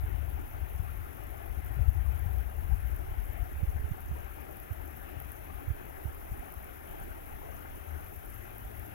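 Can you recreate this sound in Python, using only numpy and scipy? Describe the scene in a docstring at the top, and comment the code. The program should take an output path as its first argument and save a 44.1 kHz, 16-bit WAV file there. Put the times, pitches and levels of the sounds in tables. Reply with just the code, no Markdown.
"""Woodland stream in the wind

A small stream rushes: filtered noise and damped bubble tones make the wash, short crackles over hiss
make the spray, and clusters of clicks make the droplets. Wind buffets the two microphone ports separately
with rumbling noise, sudden low thumps and sharper flicks. A far engine hums on two sines and speeds up."""
import sys
import numpy as np
from scipy import signal
from scipy.fft import rfft, irfft, next_fast_len
from scipy.io import wavfile
from scipy.ndimage import uniform_filter1d, map_coordinates

SR = 44100
rng = np.random.default_rng(int(sys.argv[2]) if len(sys.argv) > 2 else 0)


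def invert_db(x):
    """Field ratio 10**(x/20) for x, a level in decibels (scalar or array-like)."""
    u = np.asarray(x, float) / 20
    return 10 ** u


def file_out(sig):
    """Save sig as 16-bit WAV at sys.argv[1]."""
    # one column per channel
    cols = np.atleast_2d(sig).T
    # limit, then scale
    lim = np.clip(cols, -1, 1)
    pcm = np.round(lim * 32767).astype(np.int16)
    wavfile.write(sys.argv[1], SR, pcm)


N = 394254  # samples in the scene

# The far engine's path. Each row: time in seconds, mean firing tone in Hz, mean level on the left in dB.
ENGINE_PATH = [(3.9, 65.7, -68), (4.3, 65.96, -51), (5.2, 71.7, -52.5), (6.2, 75.8, -58), (7.3, 76.1, -54),
               (7.8, 76.95, -73), (7.95, 79.8, -46), (8.15, 99, -52), (8.35, 106.4, -51.5),
               (8.94, 107.7, -50)]
# Strength of the buffeting. Each row: time in seconds, left level in dB, right level in dB.
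WIND_LEVELS = [(0, -32.5, -46), (0.2, -33, -47.5), (0.74, -38, -45), (1.1, -39.5, -49), (1.45, -38.5, -48),
               (1.9, -29.5, -47), (2.2, -26.5, -44), (2.5, -38, -46), (2.7, -31, -48), (3.1, -35.5, -41.5),
               (3.48, -39.5, -51), (3.65, -41, -31), (4.0, -40, -45), (4.12, -35.5, -40),
               (4.25, -41.5, -50), (4.6, -46, -51), (5.3, -41, -49.5), (6.15, -46.5, -44), (6.7, -46, -51),
               (7.0, -42.5, -46), (7.3, -45.5, -47), (7.7, -43.5, -48.5), (8.2, -44, -52), (8.94, -44, -53)]
# Wind rumble after the recorder's bass cut. Each row: frequency in Hz, relative left and right level in dB.
RUMBLE_SPECTRUM = [(12.2, -18, -3), (29.7, -8, 8), (45, 0, -17), (70, 3, 1), (93, -4, -9),
                   (124.4, -12, -28), (163, -33.5, -32), (256, -46, -50)]
# The strongest eddies striking one port. Each row: centre in seconds, swing's envelope peak in dB,
# pitch at the centre in Hz, length in ms, port (0 left, 1 right).
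THUMP_EVENTS = [(0.007, -25, 71, 27, 0), (0.042, -21.3, 77.6, 16, 1), (0.126, -23.5, 53, 39, 0),
                (0.149, -25, 76, 24, 0), (0.207, -24.5, 74.5, 48, 0), (0.35, -25, 73.5, 19, 0),
                (0.631, -26.5, 70, 23, 0), (0.764, -29.5, 77.5, 27, 0), (0.802, -21.5, 76, 17, 0),
                (1.509, -25, 49.7, 25, 0), (1.777, -26, 67, 33, 0), (1.797, -18.5, 77, 8.8, 0),
                (1.818, -19.5, 63.3, 27, 0), (1.864, -23.5, 78, 26, 0), (1.889, -16, 60.3, 15, 0),
                (1.963, -24, 79, 40, 0), (2.07, -19, 68.6, 44, 0), (2.264, -19, 72.4, 8.4, 0),
                (2.31, -26, 69.6, 59, 0), (2.352, -22.5, 62.4, 136, 0), (2.465, -23.7, 59, 28, 0),
                (2.648, -24, 49, 22, 0), (2.704, -24, 60, 40, 0), (2.73, -15, 53, 30, 0),
                (2.855, -23.5, 63.7, 48, 0), (2.935, -23.5, 64, 58, 0), (2.982, -30, 48.4, 59, 0),
                (3.124, -24, 64, 22, 0), (3.189, -22, 51.3, 20, 0), (3.214, -28, 46.5, 60, 0),
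                (3.301, -23.5, 58, 21, 0), (3.407, -25, 51, 26, 0), (3.427, -21.5, 62.5, 11.5, 0),
                (3.565, -29.5, 69.4, 71, 1), (3.637, -19.5, 80, 16, 1), (3.685, -22.5, 59, 27, 0),
                (3.763, -21.5, 70, 30, 0), (3.799, -29, 66, 16, 1), (3.82, -29, 59.5, 32, 1),
                (3.846, -23, 69, 16, 1), (3.92, -22.5, 76, 12.4, 1), (4.067, -31, 69, 24, 1),
                (4.122, -25.5, 70, 42, 1), (4.716, -23.5, 86, 17, 1), (4.805, -30.5, 56.03, 12, 0),
                (5.176, -30, 66, 16, 0), (5.565, -33.5, 55, 39, 0), (5.685, -22, 80.4, 14, 1),
                (5.71, -18.5, 79.6, 13.4, 1), (6.059, -23.5, 85, 15, 1), (6.087, -30, 63, 20, 1),
                (6.321, -27, 57.7, 25, 0), (6.328, -34, 91, 23, 1), (6.402, -31.5, 48, 25, 1),
                (6.576, -31, 67, 17, 0), (7.022, -31, 51, 14, 0), (7.051, -35, 60, 15, 0),
                (7.943, -34, 75, 100, 0), (8.175, -34.5, 78, 22, 0), (8.656, -34, 52, 34, 1)]
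# Sharp flicks of air across one port. Each row: centre in seconds, envelope peak in dB, pitch in Hz,
# port (0 left, 1 right).
FLICK_EVENTS = [(0.003, -46, 133, 0), (0.144, -37, 140, 0), (0.795, -36, 137, 0), (0.826, -33, 103, 0),
                (1.774, -28, 120, 0), (1.813, -29.5, 113, 0), (2.26, -36, 130, 0), (2.7, -29, 108, 0),
                (2.725, -23, 97, 0), (3.633, -27, 143, 1), (3.795, -36, 120, 1), (3.915, -26.5, 140, 1),
                (4.117, -27.5, 127, 1), (6.054, -39, 156, 1), (6.319, -33, 106.5, 0),
                (6.324, -37.5, 167, 1), (7.015, -36, 115, 1)]
# The spray as each port colours it. Each row: frequency in Hz, relative left and right level in dB.
SPRAY_SPECTRUM = [(4570, -17, -22), (4870, -14.5, -29), (5930, -10.5, -22.5), (7200, -14, -32),
                  (7900, -14, -46), (8540, -19, -22), (8930, -41, -13.5), (9690, -14, -5.5),
                  (10830, -3.5, -3.5), (11040, -5, -5.5), (11700, 0.3, -4.5), (12700, 0.2, -3),
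                  (14240, -3.5, -3.5), (16350, -5.5, -9)]
# Droplets bursting close by. Each row: time in seconds, level in dB before each click's own offset.
DROP_EVENTS = [(1.4262, -39), (1.4596, -39), (1.6462, -39), (1.8981, -37), (2.9642, -35), (3.3326, -37),
               (4.0053, -37), (4.5105, -40), (4.5685, -37), (4.6004, -32), (4.9724, -38), (5.0903, -38),
               (5.201, -29.5), (5.2208, -35), (5.3184, -29), (5.8562, -41), (6.5031, -39), (6.523, -36),
               (6.54, -38), (6.6433, -37), (6.7735, -41), (7.5441, -38), (8.0437, -37), (8.5817, -34),
               (8.796, -35)]
# The wash as each port colours it. Each row: frequency in Hz, relative left and right level in dB.
WASH_SPECTRUM = [(140, 0, -11), (181, -3.5, -23), (312, 0.36, -10.5), (396, 0.4, -7), (512, -6, -12.5),
                 (745, -0.5, -7.5), (987, -11, -17), (1430, -7, -16.5), (1840, -10.5, -21.5),
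                 (2646, -14.5, -25.5), (3390, -23, -31.5), (3910, -28, -38.5), (4090, -31, -59),
                 (4400, -36, -44)]
# How the ports share the wash. Each row: frequency in Hz, approximate likeness from 0 to 1,
# approximate lead of the right port in radians.
WASH_SHARING = [(191, 0.33, 3.96), (310, 0.96, 2.66), (820, 0.97, 2.395), (1530, 0.88, 2.55),
                (1920, 0.1, 1.8), (2220, 0.78, 1.9), (2750, 0.27, 2.5), (3530, 0, 2)]
# Brief swells of the wash around one pitch, made of a few bubble tones. Each row: time in seconds,
# mean pitch in Hz, level in dB over the wash near that pitch, before the tones share it.
PITCHED_SWELLS = [(1.43, 800, 6), (2.3, 880, 8), (3.04, 330, 6), (3.36, 2000, 10), (3.41, 745, 9),
                  (4.86, 317, 6), (5.1, 292, 5), (5.51, 1010, 10), (6.52, 1140, 10), (7.44, 880, 9),
                  (7.46, 550, 7), (7.63, 1380, 9)]

EDGE_DB = -19  # a thump's edge, relative to its swing
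FLICK_S = 0.0052  # time from a flick's centre until its envelope falls to 1/e
SPRAY_LAG_S = 0.00054  # the spray reaches the left port later
SPRAY_DB, SPRAY_GROWS_DB_PER_S = -58.5, 0.1531  # starting level and slow gain
DROP_HZ = 12670  # mean pitch of a droplet click
FAINT_DROP_DB, FAINT_SPREAD_DB = -40.5, 2  # middle level and reach either side for the random droplets
WASH_DB = -53.5  # mean level of the wash
TOP_HZ = 15830  # the recorder's band limit


def unit(x):
    """Scaled to rms 1."""
    return x / np.sqrt(np.mean(x ** 2) + 1e-20)


def along(rows, hz):
    """Each column after the frequency, read on a log axis."""
    f, *cols = np.transpose(rows)
    return np.array([np.interp(np.log(hz + 1), np.log(f + 1), c) for c in cols])


def colour(rows, hz):
    """Gain of each port; beyond its ends a spectrum falls by a further 24 dB an octave."""
    octaves_beyond = np.log2(np.clip(hz, rows[0][0], rows[-1][0]) / (hz + 1))
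    return invert_db(along(rows, hz) - 24 * abs(octaves_beyond))


def curves(rows):
    """One value per sample for each column after the time."""
    s, *cols = np.transpose(rows)
    return np.array([np.interp(np.arange(N) / SR, s, c) for c in cols])


def wobble(rate):
    """A smooth random curve, rate knots a second."""
    knots = rng.standard_normal(int(N * rate / SR) + 4)
    return map_coordinates(knots, [np.arange(N) * rate / SR])


def filtered(x, response):
    """x shaped by a complex response of frequency."""
    m = next_fast_len(N + 8192)
    return irfft(rfft(x, m) * response(np.fft.rfftfreq(m, 1 / SR)), m)[..., :N]


def patchy(patchy_db):
    """Two noises whose gain drifts in the same patches of pitch and time."""
    z = signal.stft(rng.standard_normal((2, N)), nperseg=512)[2]
    field = uniform_filter1d(rng.standard_normal(z.shape[1:]), size=4, axis=0)  # across pitch
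    field = uniform_filter1d(field, size=10, axis=1)  # across time
    noise = signal.istft(z * invert_db(patchy_db * unit(field)), nperseg=512)[1]
    return unit(noise[:, :N])


def grains(s, hz, db, cycles, rise, count):
    """Damped sines living some cycles, the pitch climbing as a bubble nears the surface."""
    turns = hz[:, None] * np.arange(count) / SR
    age = turns / cycles
    envelope = invert_db(db)[:, None] * age * np.exp(1 - age)
    wave = envelope * np.sin(2 * np.pi * turns * (1 + rise * age))
    at = (s[:, None] * SR).astype(int) + np.arange(count)
    return np.bincount(at.ravel(), wave.ravel(), N + SR)[:N]


def ports(pair, spectrum, alike, lead):
    """Two sources become a left and right of given likeness, phase lead and colour, at mono rms 1."""
    def mix(sign):
        def response(hz):
            turn = np.arccos(np.clip(alike(hz), 0, 1)) / 2
            shares = np.array([np.cos(turn), sign * np.sin(turn)])
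            return shares * np.exp(-0.5j * sign * lead(hz))
        return filtered(pair, response).sum(axis=0)
    sides = np.array([mix(0.93), mix(-1.035)])  # left, right
    out = filtered(sides, lambda hz: colour(spectrum, hz))
    return out / np.sqrt(np.mean(out.mean(axis=0) ** 2))


def engine():
    """A faint firing tone and its octave, unsteady over the distance."""
    hz, db = curves(ENGINE_PATH)
    turn = 2 * np.pi * np.cumsum(hz + 0.5 * wobble(6.5)) / SR
    tone = np.sin(turn) + invert_db(-15) * np.sin(2 * turn)
    side_db = np.array([[0], [-9]])  # quieter on the right
    return invert_db(db + 1.1 * wobble(4) + side_db) * np.sqrt(2) * tone


def buffeting():
    """Turbulence rumbles at each port on its own: low noise swelling in lumps."""
    noise = filtered(rng.standard_normal((2, N)), lambda hz: colour(RUMBLE_SPECTRUM, hz))
    lumps = invert_db(1.8 * np.array([wobble(15), wobble(7.8)]))
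    rumble = np.array([unit(x) for x in lumps * noise])
    return invert_db(curves(WIND_LEVELS)) * rumble


def thumps():
    """An eddy sucks at the membrane: a swing that slows as it dies, with a shorter, higher edge at its start."""
    out = np.zeros((2, N + 2 * SR))
    t = np.arange(-SR // 5, SR // 5) / SR
    chances = rng.standard_normal(len(THUMP_EVENTS))
    for (s, db, hz, ms, port), chance in zip(THUMP_EVENTS, chances):
        age = t / (ms / 1000)
        phase = 2.6 + 0.9 * chance  # mostly a trough near the peak
        shape = np.exp(-np.where(age < 0, 3.5, 2.1) * age ** 2)  # rises faster than it dies
        swing = shape * np.cos(2 * np.pi * hz * t * (1 - 0.092 * np.tanh(age)) + phase)
        edge_shape = np.exp(-((t + 0.0043) / 0.005) ** 2)
        edge = edge_shape * np.cos(2 * np.pi * 1.54 * hz * t + phase)
        start = SR + round(s * SR) - SR // 5
        out[round(port) % 2, start:start + len(t)] += invert_db(db) * (swing + invert_db(EDGE_DB) * edge)
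    return out[:, SR:SR + N]


def flicks():
    """Air flicks across one port: about one cycle under a bell-shaped envelope."""
    out = np.zeros((2, N + SR))
    t = np.arange(-SR // 20, SR // 20) / SR
    bell = np.exp(-(t / FLICK_S) ** 2)
    phases = rng.normal(np.pi, 1, len(FLICK_EVENTS))
    for (s, db, hz, port), phase in zip(FLICK_EVENTS, phases):
        flick = invert_db(db) * bell * np.cos(2 * np.pi * hz * t + phase)
        out[round(port) % 2, round(s * SR):][:len(t)] += flick
    return out[:, SR // 20:SR // 20 + N]


def spray(level_db):
    """Dense, brief crackles on a steady hiss; they come in clumps and some are bigger than the rest."""
    swell = 0.1 * wobble(12) + 0.35 * wobble(40) + 0.45 * wobble(130)
    clumps = invert_db(7 * np.tanh(swell))  # swells level off
    crackle = []
    for _ in range(2):
        when, pitch, size = rng.random((16000, 3)).T
        hz = 5500 * 3.54 ** np.sqrt(pitch)
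        size_db = np.minimum(-3 * np.log(size), 13)
        specks = grains(when * N / SR, hz, size_db, cycles=1.4, rise=0.0047, count=60)
        crackle.append(unit(clumps * specks))
    source = patchy(patchy_db=1.67) + invert_db([[-3], [-5]]) * crackle
    likeness = lambda hz: 0.15 + 0 * hz
    lead = lambda hz: 2 * np.pi * hz * SPRAY_LAG_S - 2.6
    return invert_db(level_db) * ports(source, SPRAY_SPECTRUM, likeness, lead)


def drops():
    """Each droplet is a broad click with two weaker ones around it, heard first on the right."""
    when, size = rng.random((24, 2)).T  # fainter droplets fall at random, a few a second
    s, db = np.transpose(DROP_EVENTS)
    s = np.append(s, when * N / SR)
    db = np.append(db, FAINT_DROP_DB + FAINT_SPREAD_DB * (2 * size - 1))
    hz = DROP_HZ * rng.normal(1, 0.043, len(s))
    clicks = [(0, -8), (0.0004, 1.5), (0.001, -1)]  # delay in seconds, offset in dB
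    sides = []
    for lag in (SPRAY_LAG_S, 0):  # left, right
        detune = rng.normal(1, 0.076, (len(s), 3)).T
        cluster = [grains(s + lag + late, hz * tune, db + offset_db, cycles=2.04, rise=0.0058, count=120)
                   for (late, offset_db), tune in zip(clicks, detune)]
        sides.append(sum(cluster))
    # thinned below 9300 Hz, down to a faint floor
    return filtered(np.array(sides), lambda f: 1 / (1 + (9300 / (f + 1)) ** 8) + invert_db(-31))


def wash(level_db):
    """Countless far bubbles merge into a rush, with a dense patter of nearer ones and brief pitched swells."""
    when, pitch, size = rng.random((2500, 3)).T
    near = grains(when * N / SR, 700 * 4.5 ** pitch, 11 * size, cycles=5.67, rise=0.0434, count=1200)
    s, hz, db = np.repeat(PITCHED_SWELLS, 5, axis=0).T
    late, detune = rng.standard_normal((len(s), 2)).T
    share_db = 10 * np.log10(hz / SR)  # the part of the rush that lies near the swell's pitch
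    tone_db = db + share_db - 3  # five bubble tones share the swell
    start = s - 4 / hz + 0.035 * late
    swells = grains(start, hz * (1 + 0.101 * detune), tone_db, cycles=6.3, rise=0.019, count=3000)
    bubbles = invert_db(-15.5) * unit(near) + swells
    source = patchy(patchy_db=1.45) + [[1], [0]] * bubbles  # bubbles join the first noise only
    likeness = lambda hz: along(WASH_SHARING, hz)[0]
    lead = lambda hz: along(WASH_SHARING, hz)[1]
    return invert_db(level_db + 0.61 * wobble(9)) * ports(source, WASH_SPECTRUM, likeness, lead)


def scene():
    """Engine, wind and stream at the two ports."""
    spray_db = SPRAY_DB + SPRAY_GROWS_DB_PER_S * np.arange(N) / SR + 0.23 * wobble(2.15)
    wind = buffeting() + thumps() + flicks()
    stream = spray(spray_db) + drops() + wash(WASH_DB)
    return engine() + wind + stream


def band_limit(x):
    """A steep low-pass at the top of the band."""
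    return signal.sosfilt(signal.butter(12, 16500, fs=SR, output="sos"), x)


def record(dry):
    """The recorder keeps nothing above its band limit."""
    limited = filtered(dry, lambda hz: hz < TOP_HZ)
    return band_limit(limited)


dry = scene()
out = record(dry)
file_out(out)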